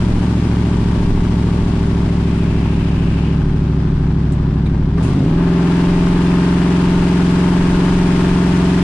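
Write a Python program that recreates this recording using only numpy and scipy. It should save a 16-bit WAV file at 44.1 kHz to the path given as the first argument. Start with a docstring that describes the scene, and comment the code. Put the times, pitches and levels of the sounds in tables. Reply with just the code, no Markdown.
"""The exhaust of a V8 pickup booms inside its cab; it cruises, eases off, then kicks down a gear and pulls
hard. The boom is a sum of sinusoids, the exhaust orders, locked to the crank and coloured by the cab's standing
waves. Noise flaring at each firing makes the churn, the rasp and, in the low gear, the blare of the straight
pipes. Noise paced by the intake strokes hisses, and drifting narrow bands of noise whistle past the throttle
plate. Knocks, pops, clicks and one airy gulp sound as short resonant bursts, over road rumble made of swelling
low-frequency noise."""
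import sys
import numpy as np
from scipy import signal
from scipy.fft import rfft, irfft, next_fast_len
from scipy.io import wavfile
from scipy.ndimage import uniform_filter1d, map_coordinates

SR = 44100
rng = np.random.default_rng(int(sys.argv[2]) if len(sys.argv) > 2 else 0)


def materialize(psi):
    """Save the field psi as 16-bit PCM at rate SR to the path in sys.argv[1].

    A 1-D psi becomes a single channel; in a 2-D psi each row is a channel.
    """
    bounded = np.clip(np.atleast_2d(psi).T, -1, 1)
    quanta = np.round(bounded * 32767).astype(np.int16)
    wavfile.write(sys.argv[1], SR, quanta)


N = 389381

# The cylinders in firing order:
# (relative pressure pulse reaching the cab [0-1], feeds the far pipe [0 or 1], relative rasp [dB])
CYLINDERS = [(.85, 0, 5), (.35, 1, 0), (.58, 0, 0), (.5, 1, 4.5), (.5, 1, 0), (.7, 0, 2), (.15, 1, 1),
             (.2, 0, 0)]


def amp(db):
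    """Logarithmic level: decibels to amplitude gain."""
    return 10 ** (np.asarray(db) / 20)


def unit(x):
    """Normalisation by energy: scale to rms 1."""
    return x / np.sqrt(np.mean(x ** 2) + 1e-20)


def along(points, hz):
    """Logarithmic frequency scale: (frequency [Hz], value) points interpolated at hz."""
    f, v = np.transpose(points)
    return np.interp(np.log(hz + 1), np.log(f + 1), v)


def curves(rows):
    """Piecewise-linear control: one value per sample for each column after the time."""
    s, *cols = np.transpose(rows)
    return [np.interp(np.arange(N) / SR, s, c) for c in cols]


def wobble(rate):
    """Slow random modulation: a smooth curve through rate random knots a second."""
    coarse = np.arange(0, N + 64, 64)
    knots = rng.standard_normal(int(N * rate / SR) + 4)
    curve = map_coordinates(knots, [coarse * rate / SR], mode="nearest")
    return np.interp(np.arange(N), coarse, curve)


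def filtered(x, response):
    """Linear filtering: the spectrum of x times a response of frequency."""
    size = next_fast_len(N + 8192)
    hz = np.fft.rfftfreq(size, 1 / SR)
    return irfft(rfft(x, size) * response(hz), size)[..., :N]


def noise():
    """Independent random sources: two unrelated white noises."""
    return rng.standard_normal((2, N))


def in_cab(pair, spectrum):
    """Interaural coherence: unrelated signals mix as middle and side; the coloured middle has rms 1."""
    # (frequency [Hz], left-right correlation [-1 to 1])
    alike = [(40, .994), (150, .998), (300, .985), (400, .93), (560, .6), (1000, .48), (2000, .4),
             (4000, 0), (8000, -.27), (13000, 0)]

    def colour(hz):
        turn = np.arccos(np.clip(along(alike, hz), -1, 1)) / 2
        return amp(along(spectrum, hz)) * [np.cos(turn), np.sin(turn)]

    mid, side = filtered(pair, colour)
    return np.array([mid + side, mid - side]) / np.std(mid)


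def boom(turns, level_db, waver_db, phase_rad):
    """Additive synthesis: exhaust orders, each emphasised as it passes a standing wave of the cab."""
    # exhaust orders in each state: (multiple of the cycle rate, relative level [dB])
    cruise_orders = [(2, -26), (3, -29), (4, -44), (5, -21), (6, -35), (7, -33), (8, -17.5), (9, -35),
                     (10, -30), (11, -29), (12, -35), (13, -22), (14, -28), (15, -35), (16, -20), (17, -30),
                     (18, -24), (19, -36), (20, -35), (21, -26), (22, -42), (23, -33), (24, -27.5),
                     (25, -27), (26, -28), (27, -39), (28, -39), (29, -28.5), (30, -37), (31, -29),
                     (32, -40), (34, -28), (35, -35), (37, -37), (42, -31), (44, -30), (49, -34), (57, -32),
                     (65, -28), (68, -32), (70, -32), (83, -31)]
    coast_orders = [(2, -39), (3, -24), (4, -39), (5, -19.5), (6, -49), (7, -32.5), (8, -22.5), (9, -34),
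                    (10, -31.5), (11, -19.7), (12, -33), (13, -24), (14, -31), (16, -23), (17, -32),
                    (18, -30), (19, -31), (20, -33), (21, -27.5), (22, -32), (23, -39), (24, -36),
                    (25, -39), (26, -30), (27, -30), (28, -29.5), (29, -33), (30, -36), (31, -40),
                    (32, -35), (34, -35), (35, -34), (37, -37), (44, -35), (61, -35)]
    pull_orders = [(2, -29), (3, -24.2), (4, -27.7), (5, -32), (6, -24.3), (7, -24), (8, -16.6), (9, -28.5),
                   (10, -35), (11, -24), (12, -21.5), (13, -22.5), (14, -26.5), (15, -18.7), (16, -25),
                   (17, -24), (18, -25.3), (19, -31), (20, -31), (21, -24), (27, -24.3), (28, -32),
                   (29, -31), (30, -24), (31, -29), (36, -28), (38, -29), (39, -27), (40, -29), (41, -21.7),
                   (42, -28), (45, -30), (46, -29), (49, -29), (51, -29), (54, -30), (57, -28), (64, -28)]
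    # the cab's standing waves: (frequency [Hz], relative response [dB])
    cab_modes = [(40, -8), (66, 0), (85, 0), (105, -3), (142, 0), (174, 3), (205, -4), (228, -7), (278, -2),
                 (325, -9), (360, -9), (388, -1), (412, -11), (450, -18)]

    slow = np.arange(0, N, 256)  # controls are computed once every 256 samples

    def smooth(control):
        return np.interp(np.arange(N), slow, control)

    speed = revs()[slow]
    coast, pull, surge_db = np.array(state())[:, slow]
    shares = np.clip([1 - coast - pull, coast, pull], 0, 1)
    tables = (cruise_orders, coast_orders, pull_orders)
    sizes = [{round(k): amp(db) for k, db in table} for table in tables]
    tone, power = np.zeros(N), np.zeros(len(slow))
    for k in sorted(set().union(*sizes)):
        mixed = np.array([order.get(k, 0) for order in sizes]) @ shares
        size = mixed * amp(along(cab_modes, k * speed))
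        # higher orders waver more, and all of them do during the shift
        unsteady = amp(waver_db * np.sqrt(k) * amp(surge_db) * wobble(12)[slow])
        phase = np.unwrap(burble(k, speed) - ringing(k * speed))
        angle = 2 * np.pi * k * turns + smooth(phase) + phase_rad
        tone += smooth(np.sqrt(2) * size * unsteady) * np.cos(angle)
        power += size ** 2
    return amp(level_db) * tone / smooth(np.sqrt(power))


def burble(k, speed):
    """Phasor sum: unequal pulses, later from the far pipe, bunch order k into one throb a cycle."""
    far_pipe_s = .0006
    pulse, far, _ = np.transpose(CYLINDERS)
    late = np.arange(len(pulse)) / len(pulse) + np.outer(speed, far * far_pipe_s)  # cycles
    return np.angle(np.exp(-2j * np.pi * k * late) @ pulse)


def ringing(hz):
    """Resonance phase: the lag of a tone turns over as it passes the strongest standing waves."""
    # (centre [Hz], half width [Hz], lag scale [rad])
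    rings = [(110, 42, .55), (190, 15, 1.1), (254, 61, 1.35)]
    centre, width, lag = np.transpose(rings)
    detune = (hz[:, None] - centre) / width
    return (detune / (1 + detune ** 2)) @ lag


def churn(train, level_db):
    """Amplitude-modulated noise: low exhaust turbulence that flares at each firing."""
    # (frequency [Hz], relative spectral density [dB])
    churn_colour = [(35, -18), (65, 2.5), (110, -0.5), (170, 3), (220, -0.5), (290, 1), (390, -5),
                    (450, -10), (700, -30.5), (2000, -83)]
    return amp(level_db) * in_cab(puffs(train, t60=0.035, steady=0.93), churn_colour)


def rasp(train, level_db):
    """Turbulence and impulse response: noisy gas flow plus the bark repeated by every firing."""
    # (frequency [Hz], relative spectral density [dB])
    rasp_colour = [(300, -22.5), (430, 1.5), (530, -4.5), (600, 0), (720, -2.5), (880, 1), (1120, -3),
                   (1300, -5.5), (1650, -6), (2000, -14.5), (3000, -24.5), (6000, -29.5), (11000, -58.5)]
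    gas = puffs(train, t60=0.03, steady=1.6) + 0.4 * bark(train, t60=0.045)
    return amp(level_db) * in_cab(gas, rasp_colour)


def blare(train, level_db, pull):
    """Load-dependent brightness: short flares of noise that join in as the low gear pulls."""
    # (frequency [Hz], relative spectral density [dB])
    blare_colour = [(700, -27.5), (950, 0), (1250, -4), (1700, 0.5), (2100, -9), (2800, -8.5),
                    (5000, -42.5)]
    crackle = puffs(train, t60=0.007, steady=1.4)
    return pull * amp(level_db) * in_cab(crackle, blare_colour)


def blurt():
    """Transient excitation: extra rasp in dB that jumps up and fades, with a dip in mid-shift."""
    # the throttle snaps open, then the low gear bites: (start [s], extra rasp scale [dB])
    blurts = [(4.975, 7), (5.33, 1)]
    attack_s, decay_s, shift_db = .006, 0.082, -3
    extra_db = np.zeros(N)
    for start, db in blurts:
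        t = np.maximum(np.arange(N) / SR - start, 0)
        extra_db += db * np.minimum(t / attack_s, 1) * np.exp(-t / decay_s)
    return extra_db + shift_db * np.sin(np.pi * shift())


def firings(turns, scatter_db, uneven):
    """Impulse train: one pulse per valve opening; uneven sets how much the cylinders differ."""
    _, _, rasp_db = np.transpose(CYLINDERS)
    slot = np.floor(turns * len(rasp_db)).astype(int)
    at = np.flatnonzero(np.diff(slot) > 0) + 1
    scatter = scatter_db * rng.standard_normal(len(at))
    train = np.zeros(N)
    train[at] = amp(uneven * rasp_db[slot[at] % len(rasp_db)] + scatter)
    return train


def puffs(train, t60, steady):
    """Turbulent gas: noise that flares and decays at each pulse over a steady flow."""
    t = np.arange(SR // 20) / SR
    flare = signal.fftconvolve(train, amp(-60 * t / t60))[:N]
    return unit(noise() * (steady + unit(flare)))


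def bark(train, t60):
    """Convolution: each firing's pressure front rings the same way in the pipes and the body."""
    t = np.arange(SR // 12) / SR
    ring = rng.standard_normal((2, len(t))) * amp(-60 * t / t60)
    return unit(signal.fftconvolve(train[None], ring, axes=1)[:, :N])


def intake(gulps, level_db):
    """Flow noise: broadband hiss lightly modulated by the even gulps of the intake."""
    # (frequency [Hz], relative spectral density [dB])
    intake_colour = [(1000, -29), (1900, -0.5), (2500, 0), (3200, -1.3), (4200, -6), (4900, -7.5),
                     (6000, -16.5), (9000, -31), (12000, -57)]
    return amp(level_db) * in_cab(puffs(gulps, t60=0.011, steady=5.6), intake_colour)


def spray(gulps, level_db):
    """Fine-scale flow noise: a higher hiss with the same pulsation as the intake."""
    # (frequency [Hz], relative spectral density [dB])
    spray_colour = [(2500, -23), (5000, 1), (6500, -0.5), (8000, -0.5), (9300, -2.5), (10200, -6.5),
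                    (11300, -23), (14000, -24.5), (15000, -33.5)]
    return amp(level_db) * in_cab(puffs(gulps, t60=0.014, steady=6.7), spray_colour)


def whistle(width_hz):
    """Modulated narrow-band noise: air past the throttle plate swells, climbs in pitch and dies away."""
    # (start [s], length [s], starting pitch [Hz], level [dB])
    whistles = [(2.095, 1.35, 2390, -40.5), (5.45, 2.2, 2550, -44.5)]
    rise_hz_per_s, attack_s, release_s = 250, .3, 0.15

    def band():
        return filtered(noise(), lambda hz: 1 / (1 + (hz / width_hz) ** 2))

    cosine, sine, out = band(), band(), np.zeros((2, N))
    for start, length, hz, db in whistles:
        t = np.arange(N) / SR - start
        swell = np.clip(np.minimum(t / attack_s, (length - t) / release_s), 0, 1)
        angle = 2 * np.pi * (hz + rise_hz_per_s * t / 2) * t
        out += amp(db) * swell * unit(cosine * np.cos(angle) + sine * np.sin(angle))
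    return out


def bursts(width):
    """Damped resonance: knocks, pops, clicks and one airy gulp as decaying bursts of band-shaped noise."""
    # (time [s], relative level [dB], resonance [Hz], t60 [s], broadband snap [0-1])
    short_bursts = [(.762, -27, 950, .09, 0), (1.585, -24, 1000, .05, 0), (2.378, -44, 8500, .14, .3),
                    (4.321, -35, 7700, .09, .35), (4.321, -34, 4000, .04, .4), (4.66, -35, 3800, .11, .05),
                    (4.662, -31.5, 2300, .11, .02), (4.979, -23, 1100, .1, .006),
                    (5.026, -31.5, 2600, .35, .16), (5.03, -40, 7000, .25, .5), (6.296, -17.5, 960, .05, 0)]
    out, t = np.zeros((2, N + SR)), np.arange(SR // 4) / SR
    hz = np.fft.rfftfreq(len(t), 1 / SR)
    for s, db, ring_hz, t60, snap in short_bursts:
        resonance = 1 / (1 + ((hz - ring_hz) / (width * ring_hz)) ** 2) ** 2
        shape = (snap * (hz > 1500) + resonance) * (hz < 10800)
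        burst = unit(irfft(rfft(rng.standard_normal((2, len(t)))) * shape, len(t)))
        onset = np.minimum(t / .0007, 1)
        first = round(s * SR)
        out[:, first:first + len(t)] += amp(db - 4 - 60 * t / t60) * onset * burst
    return out[:, :N]


def road():
    """Random excitation: low-frequency rumble that swells irregularly with the bumps."""
    # (frequency [Hz], relative spectral density [dB])
    rumble_colour = [(8, -24), (18, -6), (27, 0), (38, -12.5), (50, -13), (80, -28), (200, -65),
                     (500, -100)]
    level_db, bump_db, bumps_per_s = -24, 4, 7.8
    swells = amp(bump_db * wobble(bumps_per_s))
    return amp(level_db) * unit(swells * in_cab(noise(), rumble_colour))


def revs():
    """Fundamental frequency: four-stroke engine cycles a second."""
    # sagging in top gear, flying up in two surges in the kick-down: (time [s], cycle rate [Hz])
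    speed_curve = [(0, 14.02), (.6, 13.856), (1.5, 13.617), (2.5, 13.34), (3.5, 13), (4.4, 12.7),
                   (4.92, 12.47), (4.97, 14.1), (5.02, 15.3), (5.1, 16.1), (5.15, 17), (5.22, 17.6),
                   (5.3, 19.9), (5.38, 21.25), (5.46, 21.55), (5.6, 21.55), (5.9, 21.82), (6.8, 22.09),
                   (7.8, 22.23), (8.3, 22.32)]
    return curves(speed_curve)[0]


def crank(start, wander, shudder):
    """Phase integration: cycles turned; combustion shakes the crank, the slipping clutch far more."""
    slipping = np.sin(np.pi * shift())
    return start + np.cumsum(revs()) / SR + wander * wobble(14) + shudder * slipping * wobble(24)


def shift():
    """Gear change as a linear ramp: 0 in top gear, 1 in the low gear."""
    kick_s, shift_s = 4.9, .5  # start and duration
    return np.clip((np.arange(N) / SR - kick_s) / shift_s, 0, 1)


def throttle():
    """Load control: the driver's foot, 0 shut to 1 fully open."""
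    # (time [s], throttle opening [0-1])
    foot = [(0, 0.61), (1.5, 0.54), (3.2, 0.4), (3.55, 0.19), (4.93, 0), (5.05, 0.6), (5.32, 0.45),
            (5.7, 0.79), (7.5, 0.93), (8.83, 0.97)]
    return curves(foot)[0]


def state():
    """Load crossfade: coasting and pulling shares (the rest is cruising) and unsteadiness in dB."""
    # (cruising [dB], added by coasting [dB], by pulling [dB], in mid-shift [dB])
    surge_parts = (4.5, 0, -2, 7.5)
    coast_below, coast_span = 0.62, 0.4  # throttle where coasting starts, and how much lower it is full
    gear = shift()
    pull = gear ** 2
    coast = (1 - pull) * np.clip((coast_below - throttle()) / coast_span, 0, 1)
    cruise_db, coast_db, pull_db, shift_db = surge_parts
    surge_db = cruise_db + coast_db * coast + pull_db * pull + shift_db * np.sin(np.pi * gear)
    return coast, pull, surge_db


def effort(pull):
    """Source strength follows load: base levels in dB of boom, rasp, intake and spray."""
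    # each: (throttle shut [dB], added by full throttle [dB], added in the low gear [dB])
    boom_parts = (-14, 0.5, 2.5)
    rasp_parts = (-38, 7, 2)
    intake_parts = (-48.5, 14.5, 0.5)
    spray_parts = (-66, 22.5, -1.5)
    opening = throttle()
    layers = (boom_parts, rasp_parts, intake_parts, spray_parts)
    return [shut + opened * opening + geared * pull for shut, opened, geared in layers]


def sides(hz):
    """Interaural differences: the sound leans left, and its lows reach that ear a little sooner."""
    # (frequency [Hz], left minus right [dB])
    lean = [(150, 0), (340, .5), (560, 5.8), (1000, 5), (2000, 3.7), (4000, 1.7), (9000, 1.5)]
    left_leads_s = .00004
    toward = np.array([.5, -.5])[:, None]
    gains = amp(toward * along(lean, hz))
    # above 500 Hz the phase difference stays constant
    lead = np.exp(2j * np.pi * toward * np.minimum(hz, 500) * left_leads_s)
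    return gains / gains.mean(axis=0) * lead


def level_control(x, threshold_db, window, strength):
    """Dynamic compression: fast gain control evens out the loudest throbs."""
    power = uniform_filter1d(np.mean(x ** 2, axis=0), max(1, round(window * SR)))  # window in s
    over_db = np.maximum(10 * np.log10(abs(power) + 1e-12) - threshold_db, 0)
    return x * amp(-strength * over_db)


def scene():
    """Superposition: exhaust, intake, trim and road add up at the driver's seat."""
    _, pull, surge_db = state()
    boom_db, rasp_db, intake_db, spray_db = effort(pull)
    turns = crank(start=.052, wander=.0011, shudder=.016)  # all in cycles
    train = firings(turns + .03, scatter_db=2.1, uneven=1)
    gulps = firings(turns, scatter_db=1.0, uneven=0)  # the intake draws evenly
    pipes_db = rasp_db + blurt()
    cab = boom(turns, boom_db + 1, waver_db=0.1239, phase_rad=-.97)
    cab = cab + churn(train, boom_db + surge_db - 20)
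    cab = cab + rasp(train, pipes_db + 1.73 - 1.3 * pull)
    cab = cab + blare(train, pipes_db - 5.5, pull)
    cab = cab + intake(gulps, intake_db + 0.5) + whistle(width_hz=430)
    cab = cab + spray(gulps, spray_db + 3.0)
    cab = cab + bursts(width=0.11) + road()
    return filtered(cab, sides)


def record(dry):
    """Compression, soft saturation and band limiting: throbs held, peaks rounded, top cut off."""
    peak_ceiling, top_hz = .9, 15100
    held = level_control(dry, threshold_db=-14.0, window=0.01914, strength=0.55)
    rounded = held / (1 + (held / peak_ceiling) ** 4) ** (1 / 4)
    fade_in = np.minimum(np.arange(N) / (.004 * SR), 1)
    return filtered(rounded * fade_in, lambda hz: hz < top_hz)


dry = scene()
out = record(dry)
materialize(out)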